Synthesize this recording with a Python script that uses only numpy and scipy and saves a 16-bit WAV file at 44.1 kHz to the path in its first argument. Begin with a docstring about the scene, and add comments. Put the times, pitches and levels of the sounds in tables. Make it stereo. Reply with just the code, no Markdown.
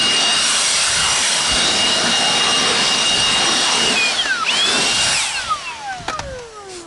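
"""Gravel beside a wooden fence: a cordless leaf blower is swept over a metal case.
Its six-bladed fan and motor whine over rushing air; the jet roars on the case and its openings hoot.
The trigger is eased, pressed again, then released; the fan coasts down through the tube's resonances.
The blower is set down and a hand slides over the case. Eddies buffet the microphone throughout."""
import sys
import numpy as np
from scipy import signal
from scipy.fft import rfft, irfft, next_fast_len
from scipy.io import wavfile
from scipy.ndimage import uniform_filter1d, map_coordinates

SR = 44100
rng = np.random.default_rng(int(sys.argv[2]) if len(sys.argv) > 2 else 0)


def materialize(psi):
    """Save the field psi as 16-bit PCM at rate SR to the path in sys.argv[1].

    A 1-D psi becomes a single channel; in a 2-D psi each row is a channel.
    """
    bounded = np.clip(np.atleast_2d(psi).T, -1, 1)
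    quanta = np.round(bounded * 32767).astype(np.int16)
    wavfile.write(sys.argv[1], SR, quanta)


N = 302526


def shaft():
    """Motor torque works against air drag (speed squared) and friction; returns torque, speed/Hz."""
    # trigger moves, with a restart surge: t/s, torque (1 holds full speed)
    trigger = [(0, 1), (3.905, .45), (3.94, 0), (3.962, .673), (4.111, 0), (4.435, 1.2), (4.462, 2.15),
               (4.504, 1.005), (5.134, 0)]
    # slight wavering of the whine's pitch, running and coasting: t/s, f/Hz per unit share
    speed_scale = [(0, 475.3), (.25, 473.3), (.75, 472.5), (1, 476), (1.5, 474.4), (1.65, 471.5),
                   (1.95, 476.4), (2.3, 473), (3.35, 472.5), (3.6, 470.3), (3.8, 476.3), (4, 474),
                   (5.2, 474), (5.6, 470), (5.95, 472), (6.15, 483), (6.3, 476), (6.86, 471)]
    drag_per_s, friction_per_s, step_s = 3.075, .0597, .001
    move_s, setting = np.transpose(trigger)
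    grid_s = np.arange(0, N / SR, step_s)
    torque = setting[np.searchsorted(move_s, grid_s, side="right") - 1]
    share = [1]  # of full speed
    for push in torque[:-1]:
        drive = push * (drag_per_s + friction_per_s)
        share.append(share[-1] + step_s * (drive - drag_per_s * share[-1] ** 2 - friction_per_s))
    torque, share = curves(np.transpose([grid_s, uniform_filter1d(torque, size=20), share]))
    return torque, share * curves(speed_scale)[0]


def blade_whine(shaft_hz):
    """Blade-passing tone and overtones ring the tube; they beam, so vary as the blower turns."""
    # tube resonances: f/Hz, width/Hz, gain/dB
    tube = [(356, 55, 0.5), (520, 100, 3), (791, 85, 3.5), (973, 68, -6.5), (1252.5, 60, 14), (1550, 91, 4),
            (2490, 126, -9), (2878, 150, -11), (5250, 3000, -5.5), (8500, 4600, -4.5)]
    # beaming of the blade tone: t/s, gain/dB
    beam = [(0, -11.5), (.38, -15), (.47, -22), (.85, -29), (1.05, -17.5), (1.35, -26.5), (1.52, -17),
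            (1.68, -25), (1.85, -12), (2.02, -21.5), (2.14, -14), (2.3, -17.5), (2.55, -14.5), (2.75, -20),
            (3.25, -12), (3.55, -19), (3.92, -16.5), (4.04, -6.5), (4.16, -24), (4.25, -11), (4.32, -16.5),
            (4.41, -13), (4.45, -22), (4.52, -24), (4.75, -16), (5.12, -17.5), (5.21, -14), (5.3, -25),
            (5.55, -20), (6.86, -19.5)]
    # blade overtones: shaft order, gain/dB
    orders = [(12, 1.5), (18, -1), (24, -6)]
    # overtone envelope: t/s, gain/dB
    envelope = [(0, -31), (.5, -29), (1.2, -29.5), (1.9, -34.5), (3.8, -31), (4.4, -35.5), (5.1, -29.5),
                (5.25, -37), (5.75, -50), (5.92, -31.5), (6.05, -46), (6.16, -38), (6.3, -46),
                (6.58, -46.5), (6.86, -44)]
    tone_db = curves(beam)[0] + 0.98 * speed_db(shaft_hz)
    tone = partials(shaft_hz, [(6, 0)], tube, flutter=0.26, spread=0.17, fade_db=1.13)
    overtones = partials(shaft_hz, orders, tube, flutter=0.74, spread=0.18, fade_db=3, flutter_hz=89.6)
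    return amp(tone_db) * tone + amp(curves(envelope)[0]) * overtones


def motor_whine(torque, shaft_hz):
    """Pole tone and rotor whirr ring the housing; both rise under load."""
    # housing resonances: f/Hz, width/Hz, gain/dB
    housing = [(2630, 290, 2), (3300, 430, -0.5), (3790, 290, -6)]
    # pole tone envelope: t/s, gain/dB
    envelope = [(0, -20.5), (.2, -28), (.34, -20), (.46, -32), (1.45, -38), (1.62, -19.5), (1.85, -26),
                (3.3, -21.5), (3.88, -30.5), (3.98, -22), (4.1, -28), (4.68, -23), (4.8, -30), (4.96, -23),
                (5.1, -29), (5.25, -18)]
    # rotor whirr: shaft order, gain/dB
    orders = [(10, 1), (14, -6), (16, -1), (20, -16)]
    # whirr against shaft speed, strongest mid-range: f/Hz, gain/dB
    whirr_by_speed = [(55, -46), (160, -32.5), (220, -41), (275, -25.5), (330, -26), (380, -31), (474, -36)]
    hard_pull_per_s = 0.5
    accel_per_s = np.gradient(shaft_hz) * SR / shaft_hz.max()
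    pull = np.tanh(np.maximum(accel_per_s, 0) / hard_pull_per_s)
    coasting = np.clip(1 - 2 * torque, 0, 1)
    surge = np.maximum(torque - 1, 0)
    pole_db = curves(envelope)[0] + 8 * pull - 9.5 * coasting
    whirr_db = along(whirr_by_speed, shaft_hz) + 5 * surge
    pole = partials(shaft_hz, [(8, 0)], housing, flutter=0.47, spread=0.13, fade_db=1)
    whirr = partials(shaft_hz, orders, housing, flutter=1, spread=0.17, fade_db=5)
    return amp(pole_db) * pole + amp(whirr_db) * whirr


def partials(shaft_hz, orders, modes, flutter, spread, fade_db, flutter_hz=55):
    """Shaft-locked tones that flare as they cross a body's resonances."""
    angle = 2 * np.pi * np.cumsum(shaft_hz * (1 + 0.000752 * wobble(12))) / SR
    strain = np.clip(np.gradient(shaft_hz) * SR / 2000, 0, 1)  # hard acceleration: stutter
    depth = flutter * (shaft_hz / shaft_hz.max()) ** 2 + 0.36 * strain
    out = np.zeros((2, N))
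    for order, db in orders:
        # uneven inflow smears each tone into a narrow band
        inflow = wobble(flutter_hz) + 1j * wobble(flutter_hz)
        smear = (1 + depth * inflow) / np.sqrt(1 + 2 * depth ** 2)
        # reflections fade and differ left to right as the blower moves
        fade = amp(db + fade_db * wobble(22))
        side = spread * (wobble(1.6) + 1j * wobble(3.3))
        tone = np.sqrt(2) * fade * radiated(modes, order * shaft_hz) * smear * np.exp(1j * order * angle)
        out += np.real(tone * np.array([1 + side, 1 - side]))
    return out


def radiated(modes, hz):
    """Gain of a resonant body at this frequency."""
    return 0.051 + sum(amp(db) / (1 + (2 * (hz - centre) / width) ** 2) for centre, width, db in modes)


def airflow(shaft_hz):
    """The jet roars on the case, the tube rushes, blades and nozzle hiss; all grow with fan speed."""
    # jet on the case: f/Hz, density/dB
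    jet_spectrum = [(60, -25), (120, -9), (170, -3), (240, 1.5), (300, -4), (460, -3.5), (560, -7),
                    (780, 1), (1000, -15), (1300, -7), (2000, -11.5), (4000, -57)]
    # tube rush: f/Hz, density/dB
    rush_spectrum = [(200, -29), (450, -20.5), (600, -4), (780, -4), (950, -0.5), (1250, -2.5), (1420, 3),
                     (1650, -1.5), (2000, -0.5), (2480, -2), (2800, -2), (3200, -4), (3800, -7.5),
                     (7000, -32.5)]
    # blade hiss: f/Hz, density/dB
    fan_spectrum = [(1500, -30), (2400, -10), (3200, -1), (3700, -2.5), (4400, 0), (5600, -2), (6300, -8),
                    (7200, -10.5), (10000, -26)]
    # nozzle hiss: f/Hz, density/dB
    hiss_spectrum = [(4000, -36), (6000, 1), (6900, -4), (7600, 3), (8400, 3), (9300, 1), (11000, -7)]
    # how squarely the jet strikes the case: t/s, gain/dB
    aim = [(0, -26), (.32, -29.5), (.5, -35.5), (1.38, -31), (1.7, -23), (2.45, -26), (2.7, -22),
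           (2.92, -28.5), (3.3, -26), (3.5, -24), (3.9, -25.5), (4.05, -26), (4.45, -31.5), (4.8, -23.5),
           (4.97, -34.5), (5.3, -42)]
    # how squarely the nozzle faces the microphone: t/s, gain/dB
    facing = [(.33, -28), (.5, -19.5), (1.35, -22), (1.7, -27), (3.2, -29), (3.7, -27), (4.35, -28.5),
              (4.8, -25), (4.97, -25), (5.2, -19), (5.5, -25), (5.8, -30)]
    flow_db = speed_db(shaft_hz)
    jet = amp(curves(aim)[0] + 0.76 * flow_db + 1.04 * wobble(14)) * turbulence(jet_spectrum, 1.5)
    rush = amp(-22 + 1.4 * flow_db + 0.53 * wobble(12)) * turbulence(rush_spectrum, 2.5)
    fan = amp(-20 + 1.83 * flow_db + 0.48 * wobble(15)) * turbulence(fan_spectrum, 2)
    hiss = amp(curves(facing)[0] + 1.75 * flow_db + 0.3 * wobble(15)) * turbulence(hiss_spectrum, 2)
    return ground_echo(jet + rush) + fan + hiss


def ground_echo(x):
    """A short moving echo off the ground hollows the rush while the nozzle is raised."""
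    # echo path: t/s, delay/ms, gain
    path = [(.35, 1.6, 0), (.5, 1.72, 0.37), (.9, 1.9, 0.2), (1.25, 2.13, 0.2), (1.5, 1.76, 0.077)]
    delay_ms, gain = curves(path)
    n = np.arange(N)
    late = n - delay_ms * SR / 1000
    return x + gain * np.array([np.interp(late, n, channel) for channel in x])


def case_hoots():
    """The case's openings ring with narrow noise as the jet sweeps past."""
    # jet crossings: t/s, half length/s, f/Hz, width/Hz, level/dB
    crossings = [(.15, 0.27, 403, 80, -37.5), (0.257, 0.11, 710, 110, -30), (0.202, 0.38, 256, 90, -37),
                 (1.79, 0.22, 324, 90, -36.5), (1.968, 0.17, 652, 68.1, -31.5),
                 (2.277, 0.14, 806, 90.6, -25.5), (2.552, 0.31, 1180, 129, -29), (2.7, 0.1, 462, 70.8, -26),
                 (3.478, 0.04, 1117, 80, -25), (3.529, 0.091, 340, 90, -30), (3.578, 0.33, 796, 110, -33),
                 (3.85, 0.11, 440, 69.6, -28), (4.767, 0.2, 400, 89.2, -32.5), (5.21, 0.3, 844, 110, -34)]
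    out = np.zeros(N)
    for peak_s, half_s, centre_hz, width_hz, db in crossings:
        band = lambda hz: 1 / (1 + ((hz - centre_hz) / width_hz) ** 2) ** 2
        ring = unit(filtered(rng.standard_normal(N), band))
        out += amp(db) * swell(peak_s, half_s) * ring
    return out


def knocks():
    """The blower bumps the case, later the gravel: its plastic shell rattles and stones crunch."""
    # contacts: t/s, shell drive/dB, grit drive/dB
    contacts = [(4.254, -25, -31), (5.925, -46, -36), (5.982, -52, -40), (6.081, -22.5, -36),
                (6.096, -24, -34), (6.129, -48, -35), (6.191, -25, -29), (6.229, -39, -51),
                (6.388, -44, -38)]
    # shell resonances: f/Hz, width/Hz, gain/dB
    modes = [(290, 200, -3.5), (726, 260, 4), (1420, 340, 2), (1790, 250, 0.5), (2480, 370, -4),
             (3950, 1500, -9.5)]
    # gravel crunch: f/Hz, gain/dB
    grit = [(1500, 4.5), (3000, -4), (6000, 4.5), (8000, -7), (11000, -17)]
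    chatter_s, t60_s = .004, 0.054
    t = np.arange(N) / SR
    blows, crunch = np.zeros(N), np.zeros((2, N))
    for start_s, shell_db, grit_db in contacts:
        decay = (t >= start_s) * amp(-60 * np.maximum(t - start_s - chatter_s, 0) / t60_s)
        blows += decay * amp(shell_db) * rng.standard_normal(N)
        crunch += decay * amp(grit_db) * (rng.standard_normal(N) + 0.84 * rng.standard_normal((2, N)))

    def shell(hz):
        """Band-pass modes of alternating sign."""
        return sum((-1) ** k * amp(db) * 1j * hz * width / (centre ** 2 - hz ** 2 + 1j * hz * width)
                   for k, (centre, width, db) in enumerate(modes))

    return amp(16.5) * filtered(blows, shell) + amp(6) * filtered(crunch, lambda hz: amp(along(grit, hz)))


def hand_slide():
    """A palm brushes over the dusty metal."""
    # stroke: t/s, level/dB
    stroke = [(6.64, -75), (6.7, -36.5), (6.76, -32.5), (6.82, -38.5), (6.86, -56)]
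    # palm friction: f/Hz, density/dB
    spectrum = [(800, -3), (2500, -2), (4500, 4), (6500, 2), (8500, 3), (11000, -9)]
    return amp(curves(stroke)[0]) * turbulence(spectrum, patchy_db=2.5)


def eddies(breeze_db=-51.5):
    """Stray eddies buffet the microphone over a faint breeze."""
    # gusts: t/s, half length/s, level/dB
    gusts = [(.1, .2, -46), (.98, 0.18, -33.5), (1.528, .026, -24), (1.72, 0.17, -37), (2.85, .25, -49),
             (3.25, 0.18, -39.5), (3.87, 0.061, -43), (4.705, 0.12, -50), (5.046, 0.13, -35),
             (5.476, 0.071, -37.5), (6.036, 0.05, -33.5), (6.263, 0.11, -31.5)]
    # buffeting: f/Hz, density/dB
    spectrum = [(15, -11), (30, -6), (60, 1), (100, -1), (160, -1.5), (300, -15), (800, -53)]
    level = amp(breeze_db) + sum(amp(db) * swell(peak_s, half_s) for peak_s, half_s, db in gusts)
    return level * amp(1.2 * wobble(13)) * turbulence(spectrum, patchy_db=2)


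def open_air(level_db=-43):
    """Steady outdoor background, uncovered as the fan slows."""
    # background: f/Hz, density/dB
    spectrum = [(30, 2), (80, 1.5), (160, -4), (260, 3), (500, 0.5), (1200, -4), (2100, -19), (6000, -5),
                (11000, -17.5)]
    return amp(level_db) * turbulence(spectrum, patchy_db=3.5)


def turbulence(spectrum, patchy_db):
    """Stereo noise of rms 1 whose colour shifts in random patches."""
    # left-right likeness: f/Hz, correlation
    likeness = [(50, 0.33), (150, 0.74), (400, .8), (1500, 0.84), (10000, 0.82)]
    bins = signal.stft(rng.standard_normal((2, N)), nperseg=1024)[2]
    patches = uniform_filter1d(rng.standard_normal(bins.shape[1:]), size=7, axis=0)
    patches = uniform_filter1d(patches, size=12, axis=1)
    pair = signal.istft(bins * amp(patchy_db * unit(patches)), nperseg=1024)[1][:, :N]

    def mid_side(hz):
        """The spectrum, split between mid and side."""
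        angle = np.arccos(along(likeness, hz)) / 2
        return amp(along(spectrum, hz)) * [np.cos(angle), np.sin(angle)]

    mid, side = filtered(pair, mid_side)
    return unit(np.array([mid + side, mid - side]))


def speed_db(shaft_hz):
    """Shaft speed in dB re its maximum."""
    return 20 * np.log10(shaft_hz / shaft_hz.max())


def amp(db):
    """Decibels to gain."""
    return 10 ** (np.asarray(db) / 20)


def unit(x):
    """Scale to rms 1."""
    return x / np.sqrt(np.mean(x ** 2) + 1e-20)


def along(points, hz):
    """Interpolate (f/Hz, value) points on a log axis."""
    knots_hz, values = np.transpose(points)
    return np.interp(np.log(hz + 1), np.log(knots_hz + 1), values)


def curves(rows):
    """One value per sample for each column after t/s."""
    knots_s, *columns = np.transpose(rows)
    return [np.interp(np.arange(N) / SR, knots_s, column) for column in columns]


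def swell(peak_s, half_s):
    """Gaussian envelope of peak 1."""
    return np.exp(-((np.arange(N) / SR - peak_s) / half_s) ** 2)


def wobble(rate_hz):
    """Smooth random curve with knots at this rate."""
    knots = rng.standard_normal(int(N * rate_hz / SR) + 4)
    return map_coordinates(knots, [np.arange(N) * rate_hz / SR])


def filtered(x, response):
    """Apply a frequency response by FFT."""
    size = next_fast_len(N + SR // 2)
    return irfft(rfft(x, size) * response(np.fft.rfftfreq(size, 1 / SR)), size)[..., :N]


def scene():
    """Blower a little to the right; contacts, hand and outdoor air around it."""
    torque, shaft_hz = shaft()
    blower = blade_whine(shaft_hz) + motor_whine(torque, shaft_hz) + airflow(shaft_hz) + case_hoots()
    balance_db = [[-.75], [.7]]
    return blower * amp(balance_db) + eddies() + knocks() + hand_slide() + open_air()


def record(dry):
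    """Gain control turns down sound above a ceiling; a band limit follows."""
    ceiling_db, window_s, top_hz = -15, 0.017, 11150
    window = int(window_s * SR)
    power = uniform_filter1d(np.mean(dry ** 2, axis=0), size=window)
    rms = np.sqrt(np.abs(power) + 1e-12)
    gain = uniform_filter1d(np.minimum(amp(ceiling_db) / rms, 1), size=window)
    return filtered(dry * gain, lambda hz: hz < top_hz)


dry = scene()
out = record(dry)
materialize(out)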